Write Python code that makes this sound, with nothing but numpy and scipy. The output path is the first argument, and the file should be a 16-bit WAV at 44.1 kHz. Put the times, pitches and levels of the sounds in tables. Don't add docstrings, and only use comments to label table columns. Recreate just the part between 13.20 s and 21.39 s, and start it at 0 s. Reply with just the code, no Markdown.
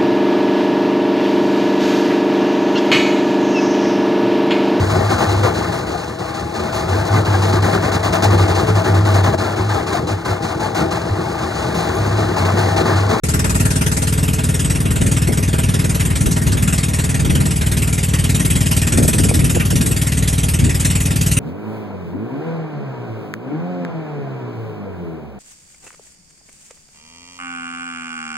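import sys
import numpy as np
from scipy import signal
from scipy.fft import rfft, irfft, next_fast_len
from scipy.io import wavfile
from scipy.ndimage import uniform_filter1d, map_coordinates

SR = 44100
rng = np.random.default_rng(int(sys.argv[2]) if len(sys.argv) > 2 else 0)


def bounce(signal):
    frames = np.transpose(np.atleast_2d(signal))
    limited = np.clip(frames, -1, 1)
    pcm = np.round(limited * 32767).astype(np.int16)
    wavfile.write(sys.argv[1], SR, pcm)


N = 361179
TIME = np.arange(N) / SR

# t/s, envelope peak level/dB, f/Hz
EDDY_STRIKES = [(1.82, -12, 370), (1.858, -13, 350), (1.89, -15, 315), (2.093, -8, 400), (2.112, -11, 420),
                (2.196, -15, 380), (2.288, -13, 270), (2.342, -9, 350), (2.548, -14, 380),
                (2.643, -13, 380), (2.656, -12, 270), (2.765, -15, 370), (3.075, -11, 300),
                (3.355, -14, 300), (4.203, -13, 280), (5.581, -16, 350), (5.746, -12, 320),
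                (5.786, -6, 420), (5.801, -10, 340), (5.819, -10, 360), (5.852, -9, 410), (5.888, -9, 420),
                (5.948, -12, 350), (6.003, -7, 270), (6.053, -11, 380), (6.095, -13, 300),
                (6.114, -7.5, 520), (6.164, -13, 290), (6.367, -10, 500), (6.373, -4, 430),
                (6.529, -11, 460), (6.684, -15, 340), (6.711, -12, 250), (7.489, -15, 325)]


def amp(db):
    return 10 ** (np.asarray(db) / 20)


def unit(x):
    return x / np.sqrt(np.mean(x ** 2) + 1e-20)


def along(points, hz):
    f, values = np.transpose(points)
    return np.interp(np.log(hz + 1), np.log(f + 1), values)


def curve(points):
    return np.interp(TIME, *np.transpose(points))


def wobble(rate):
    return map_coordinates(rng.standard_normal(int(N * rate / SR) + 4), [TIME * rate])


def filtered(x, response):
    size = next_fast_len(N + SR // 4)
    return irfft(rfft(x, size) * response(np.fft.rfftfreq(size, 1 / SR)), size)[..., :N]


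def split(x, edge_hz):
    low = filtered(x, lambda hz: 1 / (1 + (hz / edge_hz) ** 10))
    return low, x - low


def taps(times, sizes):
    at = np.round(times * SR).astype(int)
    inside = (at >= 0) & (at < N)
    return np.bincount(at[inside], sizes[inside], N)


def colour(pair, spectrum, patchy_db):
    # f/Hz, coherence
    coherence = [(60, .87), (130, .78), (300, .58), (500, .15), (700, .1), (900, .4), (1300, .42),
                 (1600, .2), (2300, .35), (4000, .25), (7000, .45), (7800, .7), (8600, .9), (9400, .78),
                 (10200, .98), (11300, .82), (11800, .99), (12400, .97), (13000, .6)]
    cells = signal.stft(pair, nperseg=512)[2]
    patches = uniform_filter1d(rng.standard_normal(cells.shape[1:]), size=5, axis=0)
    patches = unit(uniform_filter1d(patches, size=8, axis=1))
    pair = signal.istft(cells * amp(patchy_db * np.minimum(patches, 1.7)), nperseg=512)[1][:, :N]

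    def mid_side_gains(hz):
        angle = np.arccos(np.clip(along(coherence, hz), 0, 1)) / 2
        return amp(along(spectrum, hz)) * [np.cos(angle), np.sin(angle)]

    mid, side = filtered(pair, mid_side_gains)
    return unit(np.array([mid + side, mid - side]))


def zoom(pair, midpoint_s=0.89, length_s=0.27):
    # f/Hz, left minus right level/dB
    lean = [(2700, 0), (3300, 2.5), (4000, 1.5), (5400, 6), (7000, 6.5), (7800, 2), (8700, 0)]
    # f/Hz, level/dB
    side_response = [(1400, 0), (1900, -6.5), (2400, -9), (4000, -11.5), (5000, -15), (6000, -23),
                     (7300, -24), (7900, -7), (8600, -9), (9200, 0)]
    wide = filtered(pair, lambda hz: amp(.5 * np.outer([1, -1], along(lean, hz))))
    side = filtered((pair[0] - pair[1]) / 2, lambda hz: amp(along(side_response, hz)))
    narrow = pair.mean(axis=0) + np.outer([1, -1], side)
    closed = np.clip(.5 + (TIME - midpoint_s) / length_s, 0, 1)
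    return (1 - closed) * wide + closed * narrow


def ports(hz):
    # f/Hz, phase/rad
    lead = [(100, -.1), (340, -.25), (500, -.9), (650, -2.8), (1400, -2.9), (1800, -5.95), (3100, -5.62),
            (4200, -6.05), (6500, -6.25), (8000, -6.08), (8800, -6.3), (9900, -8.9), (10250, -9.4),
            (11400, -11.6), (11750, -12.5), (12400, -12.85)]
    # f/Hz, left minus right level/dB
    tilt = [(80, 0), (150, 1.1), (250, 2.7), (440, 2), (600, -1), (900, -2.5), (1200, -1.2), (1600, 2.2),
            (2600, -.8), (5500, .7), (9000, 0)]
    halves = np.array([[.5], [-.5]])
    return np.exp(1j * halves * along(lead, hz)) * amp(halves * along(tilt, hz))


def water():
    # f/Hz, relative level/dB
    wash = [(100, -29), (400, 6), (900, 1.5), (2000, -1.5), (5000, -11.5), (10000, -39), (13500, -45)]
    return amp(-34.5 + 0.14 * wobble(3.1)) * colour(rng.standard_normal((2, N)), wash, patchy_db=1)


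def swells(rows):
    return np.sqrt(sum((amp(db) * np.exp(-.5 * ((TIME - s) / length) ** 2)) ** 2
                       for s, db, length in rows))


def wind(breeze_db=-41.5, flurry_db=-12.5, flurry_s=0.012):
    # t/s, level/dB, half-length/s
    gusts = [(1.5, -40, 0.069), (1.88, -34.5, .12), (2.11, -31, 0.031), (2.65, -36.5, 0.2),
             (3.08, -31, 0.045), (3.37, -34.5, 0.08), (4.12, -31, .11), (5.3, -37.5, 0.17),
             (5.79, -28.5, 0.057), (6.08, -32.5, 0.24), (6.62, -34.5, 0.11), (7.46, -32.5, 0.054)]
    # f/Hz, relative level/dB
    large_eddies = [(15, -44), (28, -35), (42, -18), (55, -13), (85, -5.5), (150, -10), (250, -13),
                    (400, -27.5), (800, -67)]
    # f/Hz, relative level/dB
    small_eddies = [(60, 7), (150, -9), (280, 1.5), (450, -3.5), (700, -13), (1200, -38), (3000, -64)]
    gust = np.hypot(1, swells(gusts) / amp(breeze_db))
    rumble_gain = amp(-26 + 2.1 * wobble(14)) * gust ** 0.94
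    rumble = colour(rng.standard_normal((2, N)), large_eddies, patchy_db=1)
    swirl_gain = amp(-39 + 3 * wobble(60)) * gust ** 0.97
    swirl = colour(rng.standard_normal((2, N)), small_eddies, patchy_db=1.5)
    flurries = swells([(s, db + flurry_db, flurry_s) for s, db, _ in EDDY_STRIKES])
    return rumble_gain * rumble + np.hypot(swirl_gain, flurries) * swirl


def slaps(skew_rad=.75, half_length_cycles=.31):
    out = np.zeros((2, N))
    t = np.arange(-SR // 100, SR // 100) / SR
    phases = skew_rad * rng.standard_normal((len(EDDY_STRIKES), 2, 1))
    for (s, db, hz), phase in zip(EDDY_STRIKES, phases):
        envelope = amp(db) * np.exp(-.5 * (t * hz / half_length_cycles) ** 2)
        start = round((s + t[0]) * SR)
        out[:, start:start + len(t)] += envelope * np.sin(2 * np.pi * hz * t + phase)
    return out


def crank(first_firing_s=.0348):
    # t/s, speed/rpm
    speed = [(0.0, 2311), (0.5, 2276), (0.9, 2306), (1.4, 2296), (2.0, 2312), (3.0, 2303), (4.0, 2312),
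             (4.7, 2286), (5.7, 2294), (6.3, 2303), (6.9, 2313), (7.3, 2289), (7.8, 2334), (8.2, 2289)]
    cycles = np.cumsum(curve(speed)) / (2 * 60 * SR)
    return cycles - np.interp(first_firing_s, TIME, cycles)


def harmonics(cycles, orders, waver_rad):
    return sum(amp(db + 2 * wobble(3)) * unit(np.sin(2 * np.pi * k * cycles + waver_rad * wobble(10)))
               for k, db in orders)


def hum(cycles):
    # harmonic number, relative level/dB
    drive_orders = [(11, -12), (16, -15), (22, -13), (23, -8), (47, -17)]
    # t/s, level/dB
    drive_level = [(0, -28), (.8, -30), (1.3, -35), (2.2, -38), (8.2, -44)]
    # harmonic number, level/dB
    hull_orders = [(11, -41), (12, -40), (14, -43), (16, -42), (19, -50), (21, -49), (22, -50), (23, -50)]
    drive = amp(curve(drive_level)) * harmonics(cycles, drive_orders, waver_rad=.45)
    return drive + harmonics(cycles, hull_orders, waver_rad=.4)


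def knock(fired, delay_s=0.004, jitter_s=0.0002, scatter_db=3, rise_s=0.0049):
    # f/Hz, relative level/dB, t60/s
    modes = [(252, 11, 0.071), (452, 1, 0.1), (507, 4, 0.046), (644, 7.5, 0.072), (800, 5, 0.062),
             (873, 9, 0.052), (947, 7, 0.06), (1170, -2, .06), (1420, 2, 0.039)]
    t = np.arange(SR // 4) / SR
    ring = sum(amp(db - 60 * t / t60) * np.sin(2 * np.pi * hz * t) for hz, db, t60 in modes)
    ring *= 1 - np.exp(-t / rise_s)
    late, size = rng.standard_normal((2, len(fired)))
    blows = taps(fired + delay_s + jitter_s * late, amp(scatter_db * size))
    return unit(signal.fftconvolve(blows, ring)[:N])


def reflected(x, echo_db=-7.5, t60=0.043):
    t = np.arange(SR // 10) / SR
    tail = rng.standard_normal((2, len(t))) * amp(-60 * t / t60)
    tail /= np.linalg.norm(tail, axis=1, keepdims=True)
    return unit(x + amp(echo_db) * signal.oaconvolve(x[None], tail, axes=1)[:, :N])


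def impacts(fired, lead_s=.003, spread_s=.005, scatter_db=2, strikes=3):
    u, v, size = rng.standard_normal((3, len(fired), strikes))
    times = fired[:, None] - lead_s + spread_s * np.hypot(u, v / 2)
    return taps(times.ravel(), amp(scatter_db * size).ravel())


def rattle(fired, t60=.16, hold_s=.005, parts=6):
    # f/Hz, relative
    # level/dB
    spectrum = [(200, 3.5), (800, -9), (1200, -5.5), (1800, -2), (2900, -2.5), (4300, -8), (6500, -4.5),
                (8400, -1), (9500, -2), (10400, 1.5), (11500, -5), (12900, -21), (13400, -50), (15600, -36)]
    t = np.arange(SR // 7) / SR
    blows = np.array([impacts(fired) for _ in range(parts)])
    rings = rng.standard_normal((parts, 2, len(t))) * amp(-60 * np.maximum(t - hold_s, 0) / t60)
    ringing = sum(signal.oaconvolve(part[None], ring, axes=1)[:, :N] for part, ring in zip(blows, rings))
    return colour(ringing, spectrum, patchy_db=3.8), blows


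def covers(blows, width=.7, rest_db=-9, spell_rise_db=6):
    # f/Hz, relative level/dB, t60/s, peak of the spell t/s, its half-length/s
    modes = [(904, -43, .08, .4, .5), (1058, -45, .08, .4, .7), (1383, -37.5, .1, .5, .3),
             (1460, -42, .06, .4, .5), (1710, -41, .06, 3.5, 4), (1860, -41, .05, 5.8, 1.5),
             (1975, -40, .06, 7.3, 1.6), (2150, -42, .05, 2.2, 1.2), (2380, -41.5, .05, 5.9, 1),
             (2470, -40, .07, .28, .1), (2727, -40.5, .11, 1.6, 1), (3020, -43, .05, 6.4, 1.6),
             (3400, -48, .08, 6.8, 1.3), (3610, -46.5, .07, 7, 1.7), (3720, -47, .11, 7, 1.7)]
    mid = blows[::2].sum(axis=0)
    side = width * blows[1::2].sum(axis=0)
    force = np.array([mid + side, mid - side])
    out = np.zeros((2, N))
    for hz, db, t60, s, length in modes:
        radius = amp(-60 / (t60 * SR))
        feedback = [1, -2 * radius * np.cos(2 * np.pi * hz / SR), radius ** 2]
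        ring = signal.lfilter([1, 0, -1], feedback, force)
        spell = np.exp(-.5 * ((TIME - s) / length) ** 2)
        out += amp(db + rest_db + spell_rise_db * spell) * unit(ring)
    return out


def accents(cycles, fired, lead_cycles=.08):
    # t/s, extra clank level/dB, extra sizzle level/dB
    uneven_firings = [(.14, 3, 0), (.24, 3.5, 0), (1.19, .5, -3), (1.24, -2.5, 0), (1.5, 2.5, 2),
                      (1.6, -2.5, -.5), (1.66, 1.5, -3.5), (1.92, 0, 2.5), (2.12, -3, 0), (2.28, -3, -.5),
                      (2.8, 2, 3), (2.9, 0, -3), (3.11, -3.5, 1.5), (3.16, 2.5, -1), (3.22, -2, -2),
                      (3.37, -1, -3), (3.53, 2.5, 2.5), (3.68, -2.5, -1), (4.36, -4, 0), (4.41, 3, -1.5),
                      (4.88, -2.5, -2), (4.94, 4, -.5), (5.3, 1.5, 1.5), (5.51, 2, 2), (5.88, .5, 3.5),
                      (5.98, 1.5, 1.5), (6.19, 0, -3.5), (6.4, 4.5, -2.5), (6.45, -3.5, -2.5),
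                      (6.61, 2.5, .5), (6.66, 0, 3), (7.02, -1, -3), (7.08, 1.5, 2), (7.65, 3.5, 4.5),
                      (7.91, 0, -3.5), (8.01, 1, 1.5), (8.12, 0, 3), (8.17, 2.5, 1)]
    db = np.zeros((len(fired) + 1, 2))
    for s, clank_db, sizzle_db in uneven_firings:
        db[np.argmin(np.abs(fired - s))] = clank_db, sizzle_db
    return amp(db)[(cycles + lead_cycles).astype(int)].T


def exhaust(fired, boom_db=-23.5, thump_db=-18.4, jitter_s=0.0002):
    # t/s after firing, relative level/dB
    strokes = [(.0041, 0.5), (0.0104, 2.5), (.032, -4), (.044, -25.5)]
    # f/Hz, relative level/dB
    response = [(8, -90), (25, -34), (38, -39), (57, -5.5), (77, 3), (96, 5.5), (135, 1), (172, -1),
                (210, -11.5), (270, -9.5), (350, -30), (440, -35), (560, -20), (900, -75)]
    delay, db = np.transpose(strokes)
    late, scatter_db = rng.standard_normal((2, len(fired), len(delay)))
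    times = fired[:, None] + delay + jitter_s * late
    pulses = taps(times.ravel(), -amp(db + scatter_db).ravel())
    chug = filtered(pulses, lambda hz: amp(along(response, hz)))
    boom, thump = split(chug, edge_hz=68)
    return amp(boom_db + 1.54 * wobble(3.1)) * unit(boom) + amp(thump_db + .5 * wobble(9.5)) * unit(thump)


def engine():
    # t/s, relative level/dB
    knock_level = [(0.0, -28.5), (0.72, -28), (0.92, -32.5), (4.2, -31.5), (4.85, -36), (5.8, -29.5),
                   (6.9, -37), (8.19, -35.5)]
    # t/s, relative level/dB
    body_level = [(0, -39), (1.2, -34), (2.6, -35), (3.6, -33), (4.8, -33), (5.85, -31), (6.4, -34),
                  (7.2, -32), (8.19, -33)]
    # t/s, relative level/dB
    sizzle_level = [(0.0, -28.5), (0.7, -28), (1.2, -29), (2.4, -30.5), (3.0, -28.5), (4.3, -29.5),
                    (5.2, -27), (5.85, -25.5), (6.4, -27), (6.7, -27.5), (7.45, -28), (8.19, -26)]
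    cycles = crank()
    fired = np.interp(np.arange(int(cycles[-1]) + 1), cycles, TIME)
    tones = hum(cycles)
    deck = amp(curve(knock_level) - 1.5) * reflected(knock(fired))
    ringing, blows = rattle(fired)
    dull, bright = split(ringing, edge_hz=1810)
    body, treble = split(bright, edge_hz=4080)
    clank = amp(curve(knock_level) + 3) * unit(dull) + amp(curve(body_level) + 1.35) * unit(body)
    clank += covers(blows)
    sizzle = amp(curve(sizzle_level) + 3.5) * unit(treble)
    clank_gain, sizzle_gain = accents(cycles, fired)
    return exhaust(fired) + deck + tones + clank_gain * clank + sizzle_gain * sizzle


def scene():
    return filtered(zoom(engine() + wind() + water()), ports) + slaps()


def record(dry, opens_s=.034, low_cut_hz=24, top_hz=15800):
    opened = dry * np.clip((TIME - opens_s) / .003, 0, 1)
    rounded = opened / (1 + np.abs(opened) ** 8) ** (1 / 8)
    return filtered(rounded, lambda hz: (hz < top_hz) * hz ** 4 / (hz ** 4 + low_cut_hz ** 4))


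dry = scene()
out = record(dry)
bounce(out)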